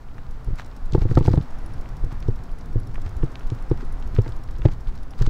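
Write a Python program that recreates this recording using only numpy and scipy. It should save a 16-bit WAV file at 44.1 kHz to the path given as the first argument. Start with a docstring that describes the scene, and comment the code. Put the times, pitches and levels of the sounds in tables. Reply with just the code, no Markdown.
"""A bicycle with a microphone on its handlebar is pushed over a kerb and a striped crossing on a quiet night street.
Far traffic, shaped noise, lies under all; the frame sways, tyres rumble, and grit and loose parts click and scuff.
From 0.3 s the freewheel ticks as noise bursts with hub rings; near 0.5 s the first bumps and lurches come.
From 0.95 to 1.4 s kerb bumps crowd together as damped bounces, knocks and cracks; then footfalls and lurches
come more thinly, with hard bumps near 4.2 and 4.7 s and a last cluster near 5.2 s."""
import sys
import numpy as np
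from scipy import signal
from scipy.fft import rfft, irfft
from scipy.io import wavfile
from scipy.ndimage import uniform_filter1d

SR = 44100
rng = np.random.default_rng(int(sys.argv[2]) if len(sys.argv) > 2 else 0)


def store_wav(level_fs):
    """Save 16-bit WAV to argv[1]."""
    pcm = np.round(np.clip(np.atleast_2d(level_fs), -1, 1) * 32767)
    wavfile.write(sys.argv[1], SR, pcm.T.astype(np.int16))


N = 233638
AFTER = np.arange(6000) / SR  # time since the start of an event, s


def undb(db):
    """Level to amplitude: 20 dB is a factor of ten."""
    return 10 ** (np.asarray(db) / 20)


def unit(x):
    """Normalisation to an RMS amplitude of one."""
    return x / np.sqrt(np.mean(x ** 2))


def band(x, lo_hz, hi_hz):
    """Band limitation by a Butterworth band-pass of design order two."""
    sos = signal.butter(2, [lo_hz, min(hi_hz, .45 * SR)], "band", fs=SR, output="sos")
    return signal.sosfilt(sos, x)


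def noise_band(lo_hz, hi_hz):
    """Band-limited Gaussian noise of unit RMS."""
    return unit(band(rng.standard_normal(N), lo_hz, hi_hz))


def curve(rows):
    """Linear interpolation of a table's columns over time."""
    s, *columns = np.transpose(rows)
    return [np.interp(np.arange(N) / SR, s, c) for c in columns]


def add(out, s, x):
    """Superposition: mixes x in from time s."""
    i = max(int(s * SR), 0)
    out[i:i + len(x)] += x[:N - i]


def walk(rate):
    """Slow random modulation: levels held for 1 / rate s and slewed twice; spread near 1."""
    k = int(SR / rate)
    held = np.repeat(rng.standard_normal(N // k + 1), k)
    return unit(uniform_filter1d(uniform_filter1d(held, k), k)[:N])


def ring(hz, t60, rise_s):
    """Damped resonance: a mode swells for rise_s, then decays exponentially by 60 dB in t60."""
    swell = np.sin(np.pi / 2 * np.minimum(AFTER / rise_s, 1)) ** 2
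    decay = 1000. ** (-np.maximum(AFTER - rise_s, 0) / t60)
    return swell * decay * np.sin(2 * np.pi * hz * AFTER)


def town():
    """Spectral shaping of noise: far traffic, in octave bands that swell together and flicker alone."""
    # colour of the traffic: f/Hz, relative spectral level/dB
    town_colour = [(35, -19), (60, -1.5), (87, -26), (183, -20), (253, -13.5), (368, -24.5), (486, -21),
                   (572, -25), (738, -21.5), (1350, -26), (2840, -41.5), (5450, -47), (15500, -67)]
    # loudness of the traffic: t/s, level/dB
    town_swell = [(0.0, -52.5), (0.93, -49.5), (1.44, -49.5), (3.49, -48), (4.92, -50)]
    hz = np.fft.rfftfreq(N, 1 / SR) + 1
    colour_hz, colour_db = np.transpose(town_colour)
    gain = undb(np.interp(np.log(hz), np.log(colour_hz), colour_db))
    colour = rfft(rng.standard_normal(N)) * gain
    colour /= np.std(band(irfft(colour, N), 373, 2700))
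    out = 0
    for octave in range(5, 15):  # centred on 2 ** octave Hz
        share = np.clip(1 - np.abs(np.log2(hz) - octave), 0, 1)
        flicker = undb((0.65 - 0.036 * octave) * walk(23))
        out = out + flicker * irfft(colour * share, N)
    return out * undb(curve(town_swell)[0] + 1.0 * walk(2.63))


def rolling():
    """Forced vibration: the frame sways and the tyres keep the mount trembling near its bounce."""
    # rolling shake, strongest over the kerb: t/s, sway level/dB, tyre rumble level/dB
    roll_levels = [(0.0, -32.5, -48), (0.55, -33.5, -48), (0.85, -28, -49), (0.96, -23, -39.5),
                   (1.38, -23.5, -30.5), (1.47, -33, -52), (1.66, -28.5, -43.5), (2.25, -25.5, -41),
                   (2.5, -33.5, -44.5), (2.71, -25.5, -40.5), (3.3, -31, -39.5), (3.42, -29, -44.5),
                   (3.64, -24.5, -41.5), (3.98, -25.5, -44), (4.7, -25, -41.5), (5.29, -34, -49)]
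    sway_db, tyre_db = curve(roll_levels)
    sway = noise_band(6.95, 23.9) + undb(-12.0) * noise_band(39.4, 66)
    tremble = noise_band(88, 141.6)
    tremble = tremble + undb(-4.5) * noise_band(44, 185)
    tremble = tremble + undb(-14.5) * noise_band(253, 408)
    return undb(sway_db + 1.7 * walk(9.1)) * sway + undb(tyre_db + 2.1 * walk(14)) * tremble


def freewheel():
    """Impact excitation: pawls dropping milliseconds apart blur into one hiss per tooth; the hub shell rings."""
    # turning of the rear wheel: t/s, ratchet teeth passed
    wheel_turn = [(0.3077, 0), (0.444, 1), (0.5556, 2), (0.7632, 4), (0.856, 5), (1.1039, 8), (1.4244, 12),
                  (1.5848, 14), (1.81, 17), (2.5136, 26), (2.9413, 32), (3.24, 36), (3.6227, 41),
                  (4.1475, 48), (4.2166, 49), (4.4343, 52), (4.9536, 59), (5.1823, 62), (5.2644, 63)]
    # levels used in turn for 15 ticks, recurring each turn: level/dB, high ring/dB re level, # low ring/dB re
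    # level; both rings also vary by chance
    tick_levels = [(-50, -4, -8), (-50.5, -5.5, -1), (-50, -13, -10), (-47.5, -27, -8), (-48, -17, -9),
                   (-47.5, -12, -24), (-48, -14, -16), (-50, -15, -5), (-50, -15, -3), (-50, -23, -8),
                   (-50, -10, -11), (-53.5, -9, -9), (-52.5, -12, -3), (-51.5, -14, -10), (-52.5, -9, -3)]
    # hub shell modes, high then low: f/Hz, width/Hz, level/dB
    hub_modes = [(10020, 1500, -5), (5460, 560, -7.5)]
    tick_scatter_db, ring_scatter_db = 0.9, 3.5
    out = np.zeros(N)
    shape = np.minimum(AFTER / 0.0015, 1) * np.exp(-(AFTER / 0.0071) ** 2)
    times, teeth = np.transpose(wheel_turn)
    for tooth in range(int(teeth[-1]) + 1):
        noise = rng.standard_normal(len(AFTER))
        db, *ring_db = tick_levels[tooth % len(tick_levels)]
        tick = undb(-11.5) * unit(band(noise, 5800, 15300)) + undb(-6) * unit(band(noise, 3200, 8700))
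        for (hz, width_hz, mode_db), tick_ring_db in zip(hub_modes, ring_db):
            level = undb(tick_ring_db + mode_db + ring_scatter_db * rng.standard_normal())
            tick = tick + level * unit(band(noise, hz - width_hz / 2, hz + width_hz / 2))
        level = undb(db + tick_scatter_db * rng.standard_normal())
        add(out, np.interp(tooth, teeth, times), level * shape * tick)
    return out


def clicks():
    """Transient excitation: a sharp snap with a short noisy tail, band-limited around its centre."""
    # single clicks of grit and loose parts: t/s, peak level/dB, centre f/Hz
    click_list = [(0.188, -44, 2200), (0.2662, -47, 3500), (0.592, -39, 3600), (0.6062, -35, 3500),
                  (0.6468, -43, 5200), (0.923, -30, 5530), (0.9345, -28.5, 4700), (0.938, -32, 2970),
                  (0.951, -26, 2900), (0.992, -38, 5400), (1.018, -33, 1900), (1.0342, -43, 2200),
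                  (1.0891, -35, 1700), (1.1105, -30, 1090), (1.1531, -31, 5600), (1.1763, -28, 3100),
                  (1.2098, -39, 3000), (1.2288, -38, 3330), (1.2489, -40, 2090), (1.2613, -29, 3820),
                  (1.267, -41, 2500), (1.3168, -41, 3000), (1.3328, -33, 2780), (1.3764, -33.5, 2520),
                  (1.413, -37, 3630), (1.7061, -42, 2000), (1.8586, -37, 2100), (2.2267, -32, 2960),
                  (2.391, -41, 2800), (2.6107, -41, 3900), (2.9436, -38, 1500), (2.9567, -29.5, 1340),
                  (2.9805, -29, 600), (3.062, -43, 3180), (3.229, -32.5, 1490), (3.3562, -25, 3780),
                  (3.4084, -35, 1470), (3.502, -30, 4860), (3.7152, -37, 2700), (3.7748, -41, 2900),
                  (3.803, -38, 1270), (3.9032, -36.5, 1300), (4.0254, -35, 3600), (4.1646, -26.5, 1770),
                  (4.1866, -30, 2140), (4.2612, -29, 1300), (4.322, -37.5, 4200), (4.4769, -44, 5000),
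                  (4.488, -38.5, 2700), (4.5637, -43, 4200), (4.619, -32, 2200), (4.655, -22, 1890),
                  (4.6591, -30.5, 3840), (4.716, -40, 4500), (4.6864, -31.5, 1600), (4.8726, -38, 3300),
                  (4.9774, -41, 4000), (5.136, -35, 1530), (5.2055, -35, 1600), (5.2224, -27, 5140),
                  (5.266, -31.5, 4300)]
    stray_per_s, stray_db, stray_hz = 4, -49.5, 3200  # mostly fainter clicks, at random times
    tail_t60_s = 0.024
    half_octaves, narrowing = 1, 0.1  # half width at 1 kHz; octaves lost per kHz above
    strays = [(u * N / SR, stray_db + 6.5 * v, stray_hz * 2 ** (w - .5))
              for u, v, w in rng.random((stray_per_s * N // SR, 3))]
    out = np.zeros(N)
    for s, db, hz in click_list + strays:
        octaves = max(half_octaves - narrowing * (hz / 1000 - 1), .2)
        lo_hz, hi_hz = hz / 2 ** octaves, hz * 2 ** octaves
        decay = 1000. 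** (-AFTER / 0.0019) + 0.16 * 1000. ** (-AFTER / tail_t60_s)
        snap = band(rng.standard_normal(len(AFTER)) * decay, lo_hz, hi_hz)
        # a second pass: little energy lies above the click's band
        snap = band(snap, lo_hz / 4.5, hi_hz * 0.71)
        add(out, s, undb(db) * snap / np.abs(snap).max())
    return out


def scuffs():
    """Granular friction: unequal dense grains; bright ones ring a loose metal part, dull ones scrape the road."""
    # scuffs and rattling: peak t/s, bright level/dB, length/s, dull part/dB re bright
    scuff_list = [(0.183, -67.5, 0.032, 18), (0.591, -49.5, 0.06, 10.5), (0.949, -52, 0.064, 6),
                  (1.015, -50, 0.083, 4.5), (1.109, -53.5, 0.099, 0), (1.15, -49, 0.02, 3),
                  (1.178, -44.5, 0.04, 2), (1.255, -45, 0.082, 1), (1.33, -52, 0.095, 1),
                  (1.423, -57.5, 0.04, 3), (1.744, -64, 0.05, 6), (2.118, -58, 0.051, 13.5),
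                  (2.61, -60, 0.04, 6), (2.956, -59, 0.051, 13), (3.062, -54.5, 0.035, 9.5),
                  (3.809, -53, 0.049, 8.5), (4.163, -56, 0.095, 7), (4.263, -57, 0.14, 7),
                  (4.52, -63.5, 0.13, 6), (4.652, -48, 0.043, 11), (4.719, -51.5, 0.046, 5),
                  (4.881, -60.5, 0.064, 9.5), (4.956, -58, 0.049, 7), (5.196, -52, 0.045, 4),
                  (5.222, -49.5, 0.047, 4), (5.261, -47.5, 0.045, 6)]
    grit_db, grit_dull_db = -71, -8  # tyres on fine grit between scuffs: bright level; dull part re bright
    rise_share, span_db = 0.36, 14.5  # share of the length spent rising; dB climbed and dropped within it
    rounding = 0.97  # 1 = pointed, 2 = bell
    t = np.arange(N) / SR
    bright_gain, dull_gain = undb(grit_db), undb(grit_db + grit_dull_db)
    for s, db, length, dull_db in scuff_list:
        away = np.where(t < s, (s - t) / rise_share, (t - s) / (1 - rise_share)) / length
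        gain = undb(db - span_db * away ** rounding)
        bright_gain = np.hypot(bright_gain, gain)  # energies add
        dull_gain = np.hypot(dull_gain, gain * undb(dull_db))
    grain = 96  # samples
    size = undb(4.6 * np.minimum(rng.exponential(size=N // grain + 1), 3.5)).repeat(grain)[:N]
    dull, metal = rng.standard_normal((2, N)) * uniform_filter1d(size, size=48)
    bright = unit(band(metal, 2100, 7300))
    bright = bright + undb(-6.5) * unit(band(metal, 3450, 5060))
    bright = bright + undb(-13) * unit(band(metal, 7600, 14000))
    return bright_gain * unit(bright) + dull_gain * unit(band(dull, 600, 1860))


def lurches():
    """Low thumps: each lurch of the frame is a swell with a shallow dip on both sides, as a mic's low cut leaves."""
    # lurches of the frame: centre t/s, level of the swell before the dip/dB, width scale/s
    lurch_list = [(0.481, -10, 0.014), (0.533, -11.5, 0.016), (0.84, -17, 0.023), (0.954, -9, 0.0087),
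                  (1.019, -9.5, 0.0064), (1.163, -4.5, 0.0083), (1.213, -15, 0.0085), (1.28, -6, 0.006),
                  (1.342, -8, 0.007), (1.376, -8.5, 0.007), (1.544, -18, 0.04), (1.797, -12.5, 0.032),
                  (2.04, -7, 0.021), (2.29, -12, 0.02), (2.529, -12, 0.023), (2.767, -9, 0.021),
                  (2.985, -14.5, 0.028), (3.042, -13.5, 0.021), (3.17, -11.5, 0.0084), (3.23, -7.5, 0.017),
                  (3.463, -11, 0.025), (3.712, -9.5, 0.012), (3.945, -13.5, 0.025), (4.19, -9.5, 0.014),
                  (4.496, -15.5, 0.017), (4.657, -4, 0.0056), (4.882, -12, 0.017), (5.213, -5, 0.017),
                  (5.276, -5, 0.024)]
    out, t = np.zeros(N), np.arange(-6000, 6000) / SR
    for s, db, width in lurch_list:
        swell = np.exp(-(t / (0.51 * width)) ** 2)
        dip = 0.33 * np.exp(-(t / (1.68 * width)) ** 2)
        add(out, s + t[0], undb(db) * (swell - dip))
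    return out


def bumps():
    """Modal impact response: the mount dips and bounces, its case knocks, its clamp cracks; some modes shift."""
    # footfalls and kerb bumps felt through the mount:
    # t/s, bounce level/dB, bounce f/Hz, bounce t60/s, knock/dB re bounce, crack/dB re bounce
    bump_list = [(0.476, -23, 120, 0.041, -22, -21), (0.485, -22.5, 108, 0.036, -12, -39),
                 (0.506, -23.5, 101, 0.12, -12.5, -28), (0.532, -22.5, 123, 0.035, -21, -33),
                 (0.931, -17, 126, 0.12, -15, -35), (0.951, -5.5, 114.5, 0.036, -4.5, -12.5),
                 (0.98, -8.5, 121, 0.018, -18, -23), (1.022, -20, 125, 0.055, -6.5, -15),
                 (1.055, -10.5, 106, 0.064, -10, -27), (1.098, -16.5, 116, 0.074, -22, -25),
                 (1.115, -10.5, 116, 0.038, -11, -29), (1.175, -2.5, 124.3, 0.064, -3, -10.5),
                 (1.187, -9.5, 99, 0.042, -19.5, -32), (1.211, -9.5, 120, 0.04, -9, -19),
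                 (1.255, -17.5, 117, 0.053, -8.5, -15), (1.281, -4, 119, 0.026, -7, -13.5),
                 (1.308, -8.5, 103, 0.06, -16.5, -33), (1.339, -11, 121, 0.051, -3.5, -13.5),
                 (1.377, -8, 129, 0.051, -9.5, -19), (1.405, -15, 108, 0.02, -24, -45),
                 (2.04, -22.5, 115, 0.11, -9.5, -30), (2.063, -22, 90, 0.065, -11.5, -27),
                 (2.126, -25.5, 111, 0.043, -8.5, -19), (2.287, -10, 110.4, 0.071, -9, -28),
                 (2.759, -13.5, 114, 0.12, -10, -41), (3.063, -22, 88, 0.12, -16, -25),
                 (3.235, -14, 131.5, 0.063, -6, -23), (3.521, -15.5, 111.3, 0.1, -11, -43),
                 (3.715, -10, 120, 0.045, -3, -19), (3.83, -37.5, 118, 0.053, 5, -11),
                 (4.145, -23, 104, 0.06, -13, -27), (4.188, -4.5, 107, 0.081, -9.5, -27),
                 (4.266, -25.5, 128, 0.067, -4.5, -14), (4.29, -23, 104, 0.073, -12.5, -36),
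                 (4.593, -24.5, 112, 0.13, -12.5, -30), (4.656, -1.7, 111.4, 0.044, -5.5, -13.5),
                 (4.688, -19, 91.5, 0.042, -12, -13), (5.213, -11.5, 118.7, 0.097, -12, -20.5),
                 (5.242, -19, 117, 0.077, -17, -38), (5.276, -12.5, 90, 0.021, -10, -33)]
    # modes of the knocked case: nominal f/Hz, level/dB re knock, t60/s
    case_modes = [(286, -6.5, 0.057), (351, -2.5, 0.043), (468, -8, 0.044)]
    crack_lo_hz, crack_hi_hz, crack_t60_s = 400, 1220, 0.025
    clamp_hz, clamp_db, clamp_t60_s = 862, -7, 0.041  # level re crack; frequency before its random shift
    crack_shape = np.minimum(AFTER / 0.0026, 1) * 1000. ** (-AFTER / crack_t60_s)
    out = np.zeros(N)
    for s, db, bounce_hz, bounce_t60, knock_db, crack_db in bump_list:
        # the first crest comes three quarters of a swing after the wheel is lifted
        bounce = -undb(db) * ring(bounce_hz, bounce_t60, rise_s=0.0095)
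        add(out, s + 0.00078 - 0.754 / bounce_hz, bounce)
        for hz, mode_db, t60 in case_modes:
            shifted_hz = hz * (1 + 0.0745 * rng.standard_normal())
            knock = undb(db + knock_db + mode_db) * ring(shifted_hz, t60, rise_s=0.0041)
            add(out, s + 0.00044 - 1.315 / hz, knock)
        crack = rng.standard_normal(len(AFTER)) * crack_shape
        for _ in range(2):  # twice, for steep band edges
            crack = band(crack, crack_lo_hz, crack_hi_hz)
        add(out, s - .005, undb(db + crack_db) * crack / np.abs(crack).max())
        shifted_hz = clamp_hz * (1 + 0.04 * rng.standard_normal())
        clamp = undb(db + crack_db + clamp_db) * ring(shifted_hz, clamp_t60_s, rise_s=0.0027)
        add(out, s - 0.003, clamp)
    return out


def scene():
    """Linear superposition of all sources, as one channel."""
    return (town() + rolling() + freewheel() + clicks() + scuffs() + lurches() + bumps())[None]


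def record(dry):
    """Saturation and low-pass: the input hisses faintly, flattens the hardest bumps and cuts the top."""
    hiss_db, top_hz = -72.5, 15650
    dry = dry + undb(hiss_db) * rng.standard_normal(N)
    flat = dry / (1 + np.abs(dry / .765) ** 6) ** (1 / 6)
    return signal.sosfilt(signal.ellip(10, .2, 80, top_hz, fs=SR, output="sos"), flat)


dry = scene()
out = record(dry)
store_wav(out)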